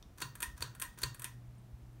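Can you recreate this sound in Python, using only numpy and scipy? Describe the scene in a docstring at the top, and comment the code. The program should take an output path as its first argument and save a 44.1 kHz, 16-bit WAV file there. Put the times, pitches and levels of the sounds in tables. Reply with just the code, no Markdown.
"""A bedroom, just below the lamps of a wobbling ceiling fan.
The loose fitting rocks to and fro: one way it chafes and knocks, the other way it ticks and clacks.
The blows make the metal and glass shades ring briefly, and the pull chain tinkles faintly.
Then the rattle stops and leaves the motor's hum and soft low thumps from handling the microphone."""
import sys
import numpy as np
from scipy import signal
from scipy.fft import rfft, irfft
from scipy.io import wavfile
from scipy.ndimage import uniform_filter1d

SR = 44100
rng = np.random.default_rng(int(sys.argv[2]) if len(sys.argv) > 2 else 0)


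def materialize(psi):
    """Save the field psi as 16-bit PCM at rate SR to the path in sys.argv[1].

    A 1-D psi becomes a single channel; in a 2-D psi each row is a channel.
    """
    bounded = np.clip(np.atleast_2d(psi).T, -1, 1)
    quanta = np.round(bounded * 32767).astype(np.int16)
    wavfile.write(sys.argv[1], SR, quanta)


N = 88200

# The ringing notes of the lamp fitting. Each row: pitch in Hz, relative level in dB when knocked,
# the same when clacked, fade time in seconds (a fade time is how long a sound takes to drop 60 dB).
LAMP_NOTES = [(967, -2, -5, 0.2), (1036.5, -4.5, -6.5, 0.19), (1407, -1, -4.5, 0.073),
              (1564, -11, -38.5, 0.12), (1842, -8, -7, 0.31), (1876, -14, -10, 0.31),
              (1960, -23.5, -15.5, 0.31), (2610, -8.5, -42, 0.067), (2770, -10.5, -28, 0.29),
              (3805, -10.5, -26, 0.17), (4220, -10, -17.5, 0.16), (4440, -0.5, -16, 0.099),
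              (8600, -24, -14, 0.1), (8646, -19, -13.5, 0.28), (8870, -12, -15.5, 0.21)]
LAMP_RISE_S = 0.0035


def knocks():
    """The fitting slips, then lands with a knock that shakes the shades, bracket and motor housing."""
    # Each row: start in seconds, level in dB, treble tilt in dB per octave, hold time in seconds.
    slips = [(0.1753, -59.5, -2, 0.0033), (0.1823, -50, -1.5, 0.0023), (0.2025, -44.5, -1.5, 0.0027),
             (0.2149, -40.5, -0.5, 0.0017), (0.565, -63, -3, 0.016), (.577, -52.5, -1.5, 0.004),
             (0.6061, -44, -2.5, 0.0022), (0.617, -47, -1, 0.0028), (0.975, -55.5, -4, 0.0075),
             (0.986, -46.5, -0.5, 0.0038), (1.009, -56.5, -3, 0.0026), (1.0166, -43, 0, 0.0052),
             (1.029, -48, -3, 0.0027)]
    # Each row: start in seconds, level in dB, treble tilt in dB per octave, rise and hold times
    # in seconds, then the levels in dB of the lamp's ring, the squeak and the housing's boom.
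    landings = [(0.218, -36.5, 0, 0.00042, 0.006, -45, -38, -44),
                (0.6216, -34.5, 0.5, 0.0018, 0.0035, -51, -36.5, -48),
                (1.032, -30.5, 2, 0.0015, 0.0033, -45, -28.5, -41.5)]
    # The tone of a slip and of a knock. Each row: frequency in Hz, relative level in dB.
    slip_colour = [(300, -5.5), (750, -10.5), (1000, -8), (1600, 4.5), (2200, -6), (3700, -8), (4450, -2.5),
                   (5150, -7.5), (5900, -1.5), (8300, -3), (10000, 0), (12500, -10.5), (16000, 0.5)]
    knock_colour = [(120, -28), (200, -12.5), (420, -4), (780, -20), (980, -15.5), (1600, -0.5),
                    (2150, -10), (3300, -11.5), (4000, -8), (4550, -1.5), (5050, -18), (6300, -11.5),
                    (8300, -9), (10500, -20.5), (12700, -17), (14000, -30), (16000, -21)]
    # The low thud and boom. Each row: pitch in Hz, relative level in dB, fade time in seconds.
    bracket_notes = [(255.3, -9.5, 0.16), (314, -0.5, 0.156), (404, 4, 0.12), (490, 9, 0.054)]
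    housing_notes = [(135.2, 1.5, 0.37), (111.5, -6.5, 0.69)]
    lamp_notes = [(hz, db, fade_s) for hz, db, _, fade_s in LAMP_NOTES]
    out = np.zeros(N)
    for start, db, tilt_db, hold_s in slips:
        slip = contact(slip_colour, tilt_db, rise_s=0.00086, hold_s=hold_s, decay_s=0.0025,
                       echo_db=-27.5, echo_s=0.007, room_db=-10.5)
        add(out, start, amp(db) * slip)
    for start, db, tilt_db, rise_s, hold_s, ring_db, squeak_db, boom_db in landings:
        knock = contact(knock_colour, tilt_db, rise_s=rise_s, hold_s=hold_s, decay_s=0.0024,
                        echo_db=-5, echo_s=0.011, room_db=-16)
        add(out, start, amp(db) * knock)
        add(out, start, amp(ring_db) * ring(lamp_notes, LAMP_RISE_S, flutter=1))
        add(out, start + 0.0022, amp(squeak_db) * squeak())
        add(out, start, amp(db - 24) * ring(bracket_notes, rise_s=0.0063))
        add(out, start, amp(boom_db) * ring(housing_notes, rise_s=0.028))
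    return out


def clacks():
    """On the way back the fitting ticks three times and shuts with a bright clack."""
    # Each row: start in seconds, level in dB, treble tilt in dB per octave.
    ticks = [(0.3532, -44, 0), (0.4035, -37.5, 1), (.421, -35.5, 0.5), (0.75, -49.5, -1),
             (0.7981, -37.5, 2.5), (0.8157, -34.5, 0.5), (1.1451, -46, 0.5), (1.195, -42, 1.5),
             (1.2194, -39, 1)]
    # Each row: start in seconds, level in dB, treble tilt in dB per octave, ring level in dB.
    closings = [(0.4272, -30.5, -0.5, -41.5), (0.8212, -32.5, 0, -43), (1.243, -34, 0.5, -47.5)]
    # The tone of a tick and of a clack. Each row: frequency in Hz, relative level in dB.
    tick_colour = [(290, -46), (500, -3.5), (850, -21.5), (1300, 0), (1600, 3), (2160, -9), (2570, -9.5),
                   (4200, -13), (5200, -17), (7300, -9), (8700, -2.5), (10000, -11), (11100, -5),
                   (13000, -10.5), (14200, -22), (16000, -3.5)]
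    clack_colour = [(180, -35), (300, -0.5), (700, -24), (1000, -30.5), (1700, 4), (2200, -3), (2550, 0),
                    (3500, -4.5), (4000, -8.5), (5600, -7), (7500, -4.5), (9500, 3), (10400, -5),
                    (12000, -7), (12900, -1.5), (14100, -25), (16000, -13)]
    lamp_notes = [(hz, db, fade_s) for hz, _, db, fade_s in LAMP_NOTES]
    out = np.zeros(N)
    for start, db, tilt_db in ticks:
        tick = contact(tick_colour, tilt_db, rise_s=0.00058, hold_s=0.0017, decay_s=0.004,
                       echo_db=-11, echo_s=0.0061, room_db=-15)
        add(out, start, amp(db) * tick)
        add(out, start, amp(db - 19.5) * ring(lamp_notes, LAMP_RISE_S, flutter=1))
    for start, db, tilt_db, ring_db in closings:
        clack = contact(clack_colour, tilt_db, rise_s=0.00052, hold_s=0.0025, decay_s=0.0005,
                        echo_db=-8.5, echo_s=0.0147, room_db=-18)
        add(out, start, amp(db) * clack)
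        add(out, start, amp(ring_db) * ring(lamp_notes, LAMP_RISE_S, flutter=1))
    return out


def contact(colour, tilt_db, rise_s, hold_s, decay_s, echo_db, echo_s, room_db):
    """Two parts touch: a brief chatter, quick echoes off blades and ceiling, then the room's echo."""
    t = half_second()
    onset = np.minimum(t / rise_s, 1)
    touch = np.exp(-np.maximum(t - hold_s, 0) / decay_s)
    echoes = amp(echo_db) * np.exp(-t / echo_s)
    envelope = onset * np.hypot(touch, echoes)
    room = metal_joint(room_echo(), colour, tilt_db, peak_depth=0.54)  # the room blurs the peaks
    return metal_joint(chatter(envelope), colour, tilt_db) + amp(room_db) * room


def chatter(envelope):
    """A burst of tiny random touches whose loudness follows the envelope."""
    burst = rng.standard_normal(len(envelope)) * envelope
    for _ in range(3):
        flat = irfft(np.exp(1j * np.angle(rfft(burst))), len(burst))  # all frequencies equally strong
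        loudness = np.sqrt(abs(uniform_filter1d(flat ** 2, size=64)) + 1e-12)
        burst = envelope * np.tanh(0.5 * flat / loudness)
    return burst * np.linalg.norm(envelope) / np.linalg.norm(burst)


def metal_joint(sound, colour, tilt_db, peak_depth=1, size=4096):
    """Gives a contact its own tone, plus the bright peaks at which the metal joint vibrates."""
    # Each row: frequency in Hz, height of the peak in dB.
    joint_peaks = [(1000, 15.5), (2500, 9.5), (2850, 2.5), (3270, 8.5), (3640, 11), (4450, 7), (5850, 6),
                   (6450, 5), (6950, 4.5), (7820, 2), (8130, 7), (8650, 4.5), (8950, 7.5), (9620, 9.5),
                   (10700, 5.5), (11100, 6.5), (11700, 9.5), (12620, 9), (13340, 16), (15100, 3)]
    hz = abs(np.fft.fftfreq(size, 1 / SR))
    peaks = 1
    for peak_hz, db in joint_peaks:
        width_hz = 91 + 0.0082 * peak_hz
        peaks += (amp(db) - 1) / (1 + (2 * (hz - peak_hz) / width_hz) ** 2)
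    tone_db = look_up(colour, hz) + tilt_db * np.log2(np.maximum(hz, 500))
    log_gain = np.log(np.maximum(peaks, 1e-3) ** peak_depth * amp(tone_db))
    # Build the filter so that nothing sounds before the touch.
    spectrum = np.exp(np.conj(signal.hilbert(log_gain)))
    response = np.fft.ifft(spectrum).real[:size // 2]
    return signal.fftconvolve(sound, response / np.linalg.norm(response))[:len(sound)]


def ring(notes, rise_s, flutter=0):
    """A struck part's notes die away, never twice alike. Flutter is the waver that room echoes add."""
    t, out = half_second(), 0
    flutter_times = np.arange(0, 1, 0.011)
    for hz, db, fade_s in notes:
        real, imag = rng.standard_normal((2, 256))[:, :len(flutter_times)]
        echoes = 1 + flutter * np.interp(t, flutter_times, real + 1j * imag)
        tone = (echoes * np.exp(2j * np.pi * (hz * t + rng.random()))).real
        scatter_db = 0.5 * rng.standard_normal()  # a blow stirs the notes unevenly
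        out += amp(db + scatter_db - 60 * t / fade_s) * tone
    return np.sqrt(2 / (1 + flutter ** 2)) * out * (1 - np.exp(-t / rise_s))


def squeak(pitch_hz=4480, waver_hz=160):
    """The joint squeaks for a few milliseconds as it settles into place."""
    t = half_second()
    hz = pitch_hz + waver_hz * unit(uniform_filter1d(rng.standard_normal(len(t)), size=40))
    return np.sqrt(2) * swell(t, peak_s=0.0022) * np.sin(2 * np.pi * np.cumsum(hz) / SR)


def room_echo(rise_s=0.0036):
    """Echoes off the bedroom walls build up, then die away at each frequency's own speed."""
    # Each row: frequency in Hz, fade time in seconds.
    fade_times = [(300, 0.43), (800, 0.46), (2000, 0.21), (5500, 0.35), (9000, 0.1952), (12500, 0.24),
                  (15000, 0.38)]
    # Each row: frequency in Hz, relative level of the echoes in dB.
    room_colour = [(300, 4.8), (750, 1.6), (1100, 8.9), (2000, 6.1), (3200, 6), (4500, 4.4), (6500, 4.9),
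                   (8000, 2.2), (9400, 1), (11000, 2.8), (13000, 0.9), (15000, 1.8)]
    t = half_second()
    hz, times, bands = signal.stft(rng.standard_normal(len(t)), SR, nperseg=256)
    bands *= amp(look_up(room_colour, hz)[:, None] - 60 * times / look_up(fade_times, hz)[:, None])
    echoes = signal.istft(bands, SR, nperseg=256)[1][:len(t)]
    return echoes * (1 - np.exp(-(t / rise_s) ** 2))


def pull_chain():
    """The swaying chain touches the lamp: one tap at the start, two faint tinkles near the end."""
    # Each row: frequency in Hz, relative level in dB.
    tap_colour = [(500, -18), (2600, -15), (3550, -4.5), (4600, -10), (5700, -4), (7000, -14.5),
                  (9000, -25), (16000, -24)]
    # Each row: start in seconds, level in dB, pitch in Hz, fade time in seconds.
    tinkles = [(1.582, -67.5, 8662, 0.054), (1.927, -76, 8650, 0.057)]
    out = np.zeros(N)
    tap = contact(tap_colour, tilt_db=0, rise_s=0.00027, hold_s=0.0011, decay_s=0.00089,
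                  echo_db=-13, echo_s=0.004, room_db=-23)
    add(out, 0.026, amp(-52) * tap)
    for start, db, hz, fade_s in tinkles:
        add(out, start, ring([(hz, db, fade_s)], rise_s=0.0005))
    return out


def motor(hum_hz=120):
    """Mains power makes the motor hum. It comes and goes in the rattle, then holds steadier."""
    # Each row: time in seconds, level in dB.
    hum_levels = [(0, -93), (.5, -66.5), (.68, -52), (.9, -82), (1.05, -53.5), (1.2, -58), (1.4, -51.5),
                  (1.7, -57.5), (2, -54)]
    t = np.arange(N) / SR
    level_db = np.interp(t, *np.transpose(hum_levels))
    return np.sqrt(2) * amp(level_db) * np.sin(2 * np.pi * (hum_hz * t + rng.random()))


def handling_thumps():
    """Handling the microphone makes soft low thumps."""
    # Each row: start in seconds, level in dB, pitch in Hz.
    thumps = [(0, -60, 39.4), (.058, -49.5, 53), (0.432, -51, 56.6), (0.474, -40, 54), (0.534, -44.5, 65),
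              (0.602, -41, 78), (0.881, -49, 46), (1.032, -38.5, 56.7), (1.476, -45, 55),
              (1.729, -41.5, 62.6), (1.82, -50, 55), (1.88, -55, 51.3)]
    t, out = half_second(), np.zeros(N)
    for start, db, hz in thumps:
        tone = np.sin(2 * np.pi * (hz * t + rng.random()))
        add(out, start, amp(db) * swell(t, peak_s=0.012) * tone)
    return out


def air():
    """A low wash of moving air, with a faint hiss."""
    # Each row: frequency in Hz, relative level in dB.
    air_colour = [(12, -29), (25, -17.5), (53, -4), (86, -14), (130, -11.5), (160, -15), (200, -16),
                  (300, -21), (459, -29.5), (718, -29.5), (1960, -38.5), (4000, -44), (8000, -47),
                  (16000, -50)]
    gains = amp(look_up(air_colour, np.fft.rfftfreq(N, 1 / SR)))
    return amp(-59) * unit(irfft(rfft(rng.standard_normal(N)) * gains, N))


def swell(t, peak_s):
    """A smooth curve that climbs to 1 and falls away."""
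    return (t / peak_s * np.exp(1 - t / peak_s)) ** 2


def amp(db):
    """Turns decibels into a number to multiply by."""
    return 10 ** (np.asarray(db) / 20)


def unit(sound):
    """Scales a sound to an average power of 1."""
    return sound / np.sqrt(np.mean(sound ** 2) + 1e-20)


def look_up(table, hz):
    """Reads between a table's rows, with octaves evenly spaced."""
    row_hz, values = np.transpose(table)
    return np.interp(np.log(hz + 1), np.log(row_hz + 1), values)


def add(mix, start_s, sound):
    """Mixes a sound in at its start time."""
    part = mix[max(round(start_s * SR), 0):][:len(sound)]
    part += sound[:len(part)]


def half_second():
    """The sample times of half a second."""
    return np.arange(SR // 2) / SR


def scene():
    """The rattling fan over its hum, its draught and soft thumps, in one channel."""
    return (knocks() + clacks() + pull_chain() + motor() + air() + handling_thumps())[None]


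def record(dry, cutoff_hz=15800):
    """Cuts away the very highest treble."""
    low_pass = signal.firwin(511, cutoff_hz, window=("kaiser", 9), fs=SR)
    return signal.oaconvolve(dry, low_pass[None], "same")


dry = scene()
out = record(dry)
materialize(out)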